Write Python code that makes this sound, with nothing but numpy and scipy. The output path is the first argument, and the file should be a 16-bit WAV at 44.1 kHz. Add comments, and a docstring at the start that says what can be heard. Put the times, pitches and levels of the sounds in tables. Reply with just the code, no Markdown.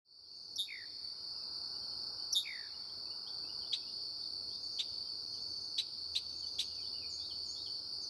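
"""Red-winged blackbird on a marsh

From a shrub the bird gives two three-part calls (lisp, buzz, falling slur), whistles pulsed by its
syrinx, then five dry chips. Behind it crickets trill by stridulation, small birds whistle far off
and distant traffic murmurs. Leaves and reeds scatter the song into reverberation. The scene fades
in, and an automatic gain control lowers it briefly after each loud call."""
import sys
import numpy as np
from scipy import signal
from scipy.fft import rfft, irfft
from scipy.io import wavfile
from scipy.ndimage import uniform_filter1d

SR = 44100
rng = np.random.default_rng(int(sys.argv[2]) if len(sys.argv) > 2 else 0)


def wrap_up_sound(samples):
    """Save the sound to the file named by the first command line argument, as 16-bit audio."""
    columns = np.atleast_2d(samples).T
    # keep every value between -1 and 1, then stretch to whole-number steps
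    tamed = np.clip(columns, -1, 1)
    steps = np.round(tamed * 32767).astype(np.int16)
    wavfile.write(sys.argv[1], SR, steps)


N = 356769
TIME = np.arange(N) / SR


def long_calls():
    """Pulse modulation at three rates: a high lisp, a fast buzz, then a slowly pulsing, falling slur."""
    # t/s, lisp level/dB, buzz level/dB, slur level/dB, slur length/s
    calls = [(0.557, -5.5, 1.5, 1.8, 0.19), (2.325, -0.5, 2.5, 1.0, 0.25)]
    # envelopes: t/s within the call, attack/s, hold/s, decay/(dB/s), level/dB
    lisp_shape = (0, .005, .008, 2000, -23.5)
    buzz_shape = (.022, .022, .009, 360, -21.5)
    slur_shape = (.113, .034, .024, 98, -35.5)
    buzz_base_hz, buzz_end_s = 3680, .117
    slur_from_hz, slur_to_hz, slur_glide_s = 2530, 1480, .15
    out, t = np.zeros(N), np.arange(SR // 2) / SR
    lisp_gain, slur_gain = effort(t, *lisp_shape), effort(t, *slur_shape)
    buzz_gain = effort(t, *buzz_shape) * np.clip((buzz_end_s - t) / .01, 0, 1)
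    into_slur = np.maximum(t - slur_shape[0], 0)
    lisp_hz = np.maximum(5850 - 33000 * t, buzz_base_hz)
    buzz_hz = buzz_base_hz + 70 * (1 - buzz_gain / buzz_gain.max())  # the pitch lifts as effort drops
    slur_hz = slur_to_hz + (slur_from_hz - slur_to_hz) * np.exp(-into_slur / slur_glide_s)
    for start, lisp_db, buzz_db, slur_db, slur_s in calls:
        lisp = syllable(lisp_hz, lisp_gain, t, beats=285 * t, depth=.75, sweep=.025,
                        jitter=.021, overtones_db=[-20], harsh_db=-36)
        buzz = syllable(buzz_hz, buzz_gain, t, beats=199 * (t - .003), depth=.93, sweep=.032,
                        jitter=.006, overtones_db=[-25, -23, -36], harsh_db=-19.5, sweep_lag=.07)
        slur = syllable(slur_hz, slur_gain, t, beats=59.5 * (t - .126), depth=.83, sweep=.056,
                        jitter=.03, overtones_db=[-36, -38], harsh_db=-31.5)
        slur *= np.clip((slur_s - into_slur) / .01, 0, 1)
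        add(out, start, from_db(lisp_db) * lisp + from_db(buzz_db) * buzz + from_db(slur_db) * slur)
    return out


def syllable(hz, gain, t, beats, depth, sweep, jitter, overtones_db, harsh_db, sweep_lag=0):
    """Amplitude and frequency modulation: the syrinx chops a whistle into one rising pulse per beat."""
    # harsh edge, shaped by throat and beak: f/Hz, spectral level/dB
    throat = [(5800, -37), (6300, 2), (6700, 6), (7500, -4), (8100, -57), (9300, -37), (10200, 4.5),
              (10900, 6.5), (11500, 1.5), (12200, -24), (13800, -33), (14700, -17), (15700, -26)]
    pulse = np.abs(np.sin(np.pi * beats)) ** 1.5
    hz = hz * (1 - sweep * np.sin(2 * np.pi * (beats - sweep_lag)) + jitter * drift(1500, t))
    voice = tone(hz, overtones_db) + from_db(harsh_db) * noise(throat, size=len(t))
    return gain * (1 - depth + depth * pulse) * voice


def effort(t, start, attack_s, hold_s, decay_db_per_s, db):
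    """A syllable's envelope: linear attack, hold, exponential decay."""
    fading = np.maximum(t - start - attack_s - hold_s, 0)
    return np.clip((t - start) / attack_s, 0, 1) * from_db(db - decay_db_per_s * fading)


def chips():
    """Chaotic vibration of the syrinx: a short rough upslur wrapped in a rasp."""
    # t/s, length/s, f/Hz, tone level/dB, rasp level/dB, rasp length/s, rasp tilt/(dB/octave)
    notes = [(3.724, 0.03, 3850, -26, -37.5, 0.054, -5), (4.786, 0.03, 3800, -26.5, -40, 0.058, -3.5),
             (5.777, 0.03, 3946, -23.5, -37.5, 0.055, -2.5), (6.149, 0.034, 3930, -26.5, -37.5, 0.055, -1),
             (6.584, .028, 3900, -28, -37.5, 0.066, 1)]
    # course of one chip: fraction of its length, frequency ratio, level/dB
    contour = [(0, .84, -24), (.2, .87, -12), (.35, .93, -3), (.5, 1.01, -2), (.65, .98, -8),
               (.85, 1, -5.5), (1, 1.15, -10)]
    # f/Hz, spectral level/dB
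    rasp_spectrum = [(1500, -29), (1900, -22.5), (2500, -8.5), (3300, -3), (4000, 4.5), (4800, -13),
                     (6000, -5.5), (7200, -23), (8100, -10), (9300, -29), (10400, -16), (11500, -23.5),
                     (12500, -32), (16000, -42)]
    out, t = np.zeros(N), np.arange(SR // 10) / SR
    highpass = signal.butter(2, 1400, "high", fs=SR, output="sos")
    for start, length, pitch_hz, tone_db, rasp_db, rasp_s, tilt_db in notes:
        ratio, db = follow(contour, t / length)
        shake = .05 * drift(1300, t)
        voice = tone(pitch_hz * ratio * (1 + shake), overtones_db=[-23])
        edges = np.clip(np.minimum(t, length - t) / .002, 0, 1)
        voice *= from_db(db + tone_db + 2.6 * drift(900, t)) * edges
        burst = np.sin(np.pi * np.clip(t / rasp_s, 0, 1) ** .61) ** 2.02
        burst *= from_db(2 * drift(600, t))
        rasp = signal.sosfilt(highpass, noise(rasp_spectrum, size=len(t), tilt_db=tilt_db))
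        add(out, start, voice + from_db(rasp_db) * burst * rasp)
    return out


def crickets():
    """Stridulation: each wing stroke drives a resonance, giving a pulse that sags in pitch."""
    # spread of pitches in the chorus: f/Hz, relative level/dB
    pitches = [(4190, -10.5), (4330, -5), (4540, 2), (4720, -6), (4900, -6.5), (5050, -13.5), (5250, -12),
               (5450, -17), (5600, -22), (5800, -30.5)]
    count, chorus_db = 30, -43.2
    out = np.zeros(N)
    for pitch_hz in np.linspace(pitches[0][0], pitches[-1][0], count):
        stroke_hz = rng.uniform(18, 60) * (1 + .15 * drift(20, TIME))
        stroke = cycles(stroke_hz) % 1
        hz = pitch_hz * (1 + .01 * (.5 - stroke) + .005 * drift(150, TIME))
        swell_db = 6.5 * np.tanh(drift(18, TIME))
        loud_db = at_hz(pitches, pitch_hz)
        # the wing radiates its overtones best near its main resonance
        overtones_db = np.array([-27, -44]) + .52 * loud_db
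        out += from_db(loud_db + swell_db) * stroke * (1 - stroke) * tone(hz, overtones_db)
    # small wings radiate little below their resonance
    highpass = signal.butter(8, 3900, "high", fs=SR, output="sos")
    out = signal.sosfilt(highpass, scatter(out, wet_db=-5, t60=.66))
    # so many sing at once that their sum stays steady
    running_rms = np.sqrt(uniform_filter1d(out ** 2, size=SR // 3) + 1e-12)
    return from_db(chorus_db) * out / running_rms


def songbirds():
    """Multiple scattering: motifs from across the marsh arrive blurred by trees, then by reeds."""
    # notes by motif: t/s within it, length/s, first f/Hz, middle f/Hz, last f/Hz, level/dB
    motifs = { "pips": [(0, .03, 2570, 2620, 2620, -7), (.05, .028, 2780, 2870, 2910, 0)],
              "upslur": [(0, .032, 3080, 3330, 4000, 0)], "downslur": [(0, .05, 6940, 6150, 5500, 0)],
              "arch": [(0, .083, 3120, 3700, 3350, 0)], "dip": [(0, .052, 3500, 3080, 2950, -6),
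              (.05, .029, 3160, 3560, 3630, 0)], "fall": [(0, .09, 2920, 2880, 2730, -4),
              (.089, .045, 2675, 2470, 2300, 0)], "flourish": [(0, .052, 7600, 6690, 6300, -6),
              (.027, .062, 6150, 6540, 7120, 0), (.098, .095, 3430, 3720, 4150, -2),
              (.205, .032, 3720, 3170, 2900, -3)]}
    # t/s, level/dB, motif
    songs = [(2.683, -61, "pips"), (2.885, -62, "upslur"), (3.054, -58.5, "pips"), (3.263, -52, "upslur"),
             (3.435, -57.5, "pips"), (3.605, -55.5, "dip"), (3.817, -59.5, "pips"), (4.193, -62.5, "arch"),
             (4.502, -58, "arch"), (5.325, -61, "dip"), (6.412, -55.5, "dip"), (6.682, -62, "fall"),
             (6.807, -55.5, "dip"), (6.925, -55, "fall"), (7.09, -49.5, "flourish"),
             (7.449, -48.5, "flourish"), (8.012, -49, "downslur")]
    out = faint_whistles(centre_hz=3050, spread=.16, note_s=.07, bend=.03, db=-74, count=22)
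    for start, db, motif in songs:
        for after, length, *pitches_hz, note_db in motifs[motif]:
            if start + after < TIME[-1]:
                add(out, start + after, from_db(db + note_db) * whistle(length, *pitches_hz))
    through_trees = scatter(out, wet_db=-5, t60=.14)
    return scatter(through_trees, wet_db=-8.5, t60=1.0)


def twitter(low_hz, high_hz, note_s, bend, count):
    """Incoherent superposition: a far flock's random short notes merge into bouts of thin twitter."""
    # t/s, length/s, level/dB
    bouts = [(.25, .35, -65), (4.45, .55, -67), (5.15, .7, -66), (6.05, .85, -65.5)]
    swell_s, rest_db = .2, -88
    out = np.zeros(N)
    for when, pitch, slope, loud in rng.random((count, 4)):
        hz, glide = low_hz + pitch * (high_hz - low_hz), bend * (2 * slope - 1)
        note = whistle(note_s, hz * (1 - glide), hz, hz * (1 + glide))
        add(out, when * TIME[-1], from_db(-10 * loud) * note)
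    gain = from_db(rest_db) + sum(swell(start, length, swell_s, db) for start, length, db in bouts)
    return gain * rms_one(scatter(out, wet_db=-2, t60=.38))


def faint_whistles(centre_hz, spread, note_s, bend, db, count):
    """A random point process: lone, nearly level notes from the farthest birds."""
    out = np.zeros(N)
    for when, pitch, slope in rng.random((count, 3)):
        hz, glide = centre_hz * (1 + spread * (2 * pitch - 1)), bend * (2 * slope - 1)
        add(out, when * TIME[-1], from_db(db) * whistle(note_s, hz * (1 - glide), hz, hz * (1 + glide)))
    return out


def whistle(length, first_hz, middle_hz, last_hz):
    """A sine glides through three pitches; random modulation gives it a slight burr."""
    u = np.linspace(0, 1, int(length * SR))
    hz = np.polyval(np.polyfit([0, .5, 1], [first_hz, middle_hz, last_hz], 2), u)
    hz *= 1 + .019 * drift(900, u * length)
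    envelope = from_db(2.4 * drift(150, u * length)) * np.abs(np.sin(np.pi * u)) ** 1.1
    return envelope * tone(hz)


def traffic():
    """Broadband noise of a far road: a passing car adds its hiss in power; later an engine drones."""
    # road rumble and tyre hiss: f/Hz, spectral level/dB
    rumble = [(20, -12), (50, -1.5), (90, 6), (125, 0.5), (165, -3), (215, -0.5), (255, -1.5), (330, 2),
              (480, -1.5), (600, -6), (1000, -11.5), (1600, -31)]
    tyres = [(400, -16), (720, 0), (870, 3), (1100, 0), (1250, 0), (1420, 2), (1560, -4.5), (1680, -15.5),
             (2200, -35.5)]
    # louder vehicles: t/s, length/s, rise and fall/s, level/dB
    car = (.9, 3.1, .55, -66.5)
    engine = (5.75, 2.1, .35, -65)
    rumble_db, tyres_db, engine_hz = -64.2, -71, 82
    drone = tone(engine_hz * (1 + .012 * drift(4.6, TIME)))
    drone *= swell(*engine) * from_db(2 * drift(10, TIME))
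    surge_db = 1.2 * drift(9, TIME)
    tyre_gain = np.hypot(from_db(tyres_db), swell(*car))
    return from_db(rumble_db + surge_db) * noise(rumble) + tyre_gain * noise(tyres) + drone


def still_air():
    """The ambient noise floor: a faint, stationary hiss over the reeds."""
    # f/Hz, spectral level/dB
    hiss = [(1000, -2), (2000, -5), (2600, 4.5), (3200, -5), (3900, 17.5), (4400, 13.5), (5600, 6),
            (6600, -13.5), (8300, -6), (9600, -26), (11000, -8), (13600, -11), (14600, -13), (15500, -22)]
    return from_db(-68.3) * noise(hiss)


def scatter(x, wet_db, t60):
    """Diffuse reverberation: foliage returns an exponentially decaying tail with softened treble."""
    t = np.arange(SR) / SR
    tail = rng.standard_normal(SR) * from_db(-60 * t / t60) * np.minimum(t / .017, 1)
    tail = signal.sosfilt(signal.butter(1, 9000, fs=SR, output="sos"), tail / np.linalg.norm(tail))
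    return x + from_db(wet_db) * signal.fftconvolve(x, tail)[:N]


def gain_control(x, threshold_db, slope, sense_s, release_db_per_s):
    """Dynamic compression: loud calls push the whole scene down, and the gain recovers slowly."""
    memory = np.exp(-1 / (sense_s * SR))
    level_db = 10 * np.log10(signal.lfilter([1 - memory], [1, -memory], x ** 2) + 1e-12)
    demand_db = slope * np.maximum(level_db - threshold_db, 0)
    recovery_db = release_db_per_s * TIME
    cut_db = np.maximum.accumulate(demand_db + recovery_db, axis=-1) - recovery_db
    return x * from_db(-cut_db)


def tone(hz, overtones_db=()):
    """Harmonic series on a gliding fundamental; overtones above the Nyquist limit are dropped."""
    phase = 2 * np.pi * cycles(hz)
    return np.sin(phase) + sum(from_db(db) * np.sin(k * phase) * (k * hz < SR / 2)
                               for k, db in enumerate(overtones_db, 2))


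def noise(spectrum, size=N, tilt_db=0):
    """Spectral shaping of white noise, tilted by tilt_db per octave; rms 1."""
    hz = np.fft.rfftfreq(size, 1 / SR)
    gain = from_db(at_hz(spectrum, hz) + tilt_db * np.log2(hz + 1))
    return rms_one(irfft(rfft(rng.standard_normal(size)) * gain, size))


def drift(rate, t):
    """Random wander of spread about 1 that turns `rate` times a second."""
    steps = (t - t[0]) * rate
    count = int(steps[-1]) + 2
    return np.interp(steps, np.arange(count), rng.standard_normal(count))


def swell(start, length, swell_s, db):
    """A trapezoidal envelope: rise, hold, fall."""
    return from_db(db) * np.clip(np.minimum(TIME - start, start + length - TIME) / swell_s, 0, 1)


def follow(rows, t):
    """Linear interpolation of a table's columns along its first."""
    knots, *columns = np.transpose(rows)
    return [np.interp(t, knots, column) for column in columns]


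def at_hz(spectrum, hz):
    """A spectrum's level, interpolated in log frequency."""
    knots_hz, db = np.transpose(spectrum)
    return np.interp(np.log(hz + 1e-9), np.log(knots_hz), db)


def cycles(hz):
    """Phase in cycles: the integral of frequency."""
    return np.cumsum(hz) / SR


def from_db(db):
    """Amplitude ratio of a level."""
    return 10 ** (np.asarray(db) / 20)


def rms_one(x):
    """Normalisation to unit power."""
    return x / np.sqrt(np.mean(x ** 2) + 1e-20)


def add(out, start, sound):
    """Superpose a sound at `start` seconds."""
    i = max(round(start * SR), 0)
    out[i:i + len(sound)] += sound[:N - i]


def scene():
    """Superposition: the blackbird close by; far birds, crickets and road behind it."""
    in_shrub = scatter(long_calls() + chips(), wet_db=-14, t60=.13)  # brief echoes off the leaves
    blackbird = scatter(in_shrub, wet_db=-20, t60=1.38)  # the marsh's long tail
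    far_birds = songbirds() + twitter(low_hz=5850, high_hz=6700, note_s=.033, bend=.035, count=330)
    return (blackbird + far_birds + crickets() + traffic() + still_air())[None]


def record(dry):
    """Compression, an opening fade, then band limiting by a steep low-pass."""
    fade_start_s, fade_s, cutoff_hz = .047, 1.1, 15700
    compressed = gain_control(dry, threshold_db=-37.5, slope=.5, sense_s=.04, release_db_per_s=3.6)
    fade = np.clip((TIME - fade_start_s) / fade_s, 0, 1) ** .8
    return signal.sosfilt(signal.ellip(12, .1, 80, cutoff_hz, fs=SR, output="sos"), fade * compressed)


dry = scene()
out = record(dry)
wrap_up_sound(out)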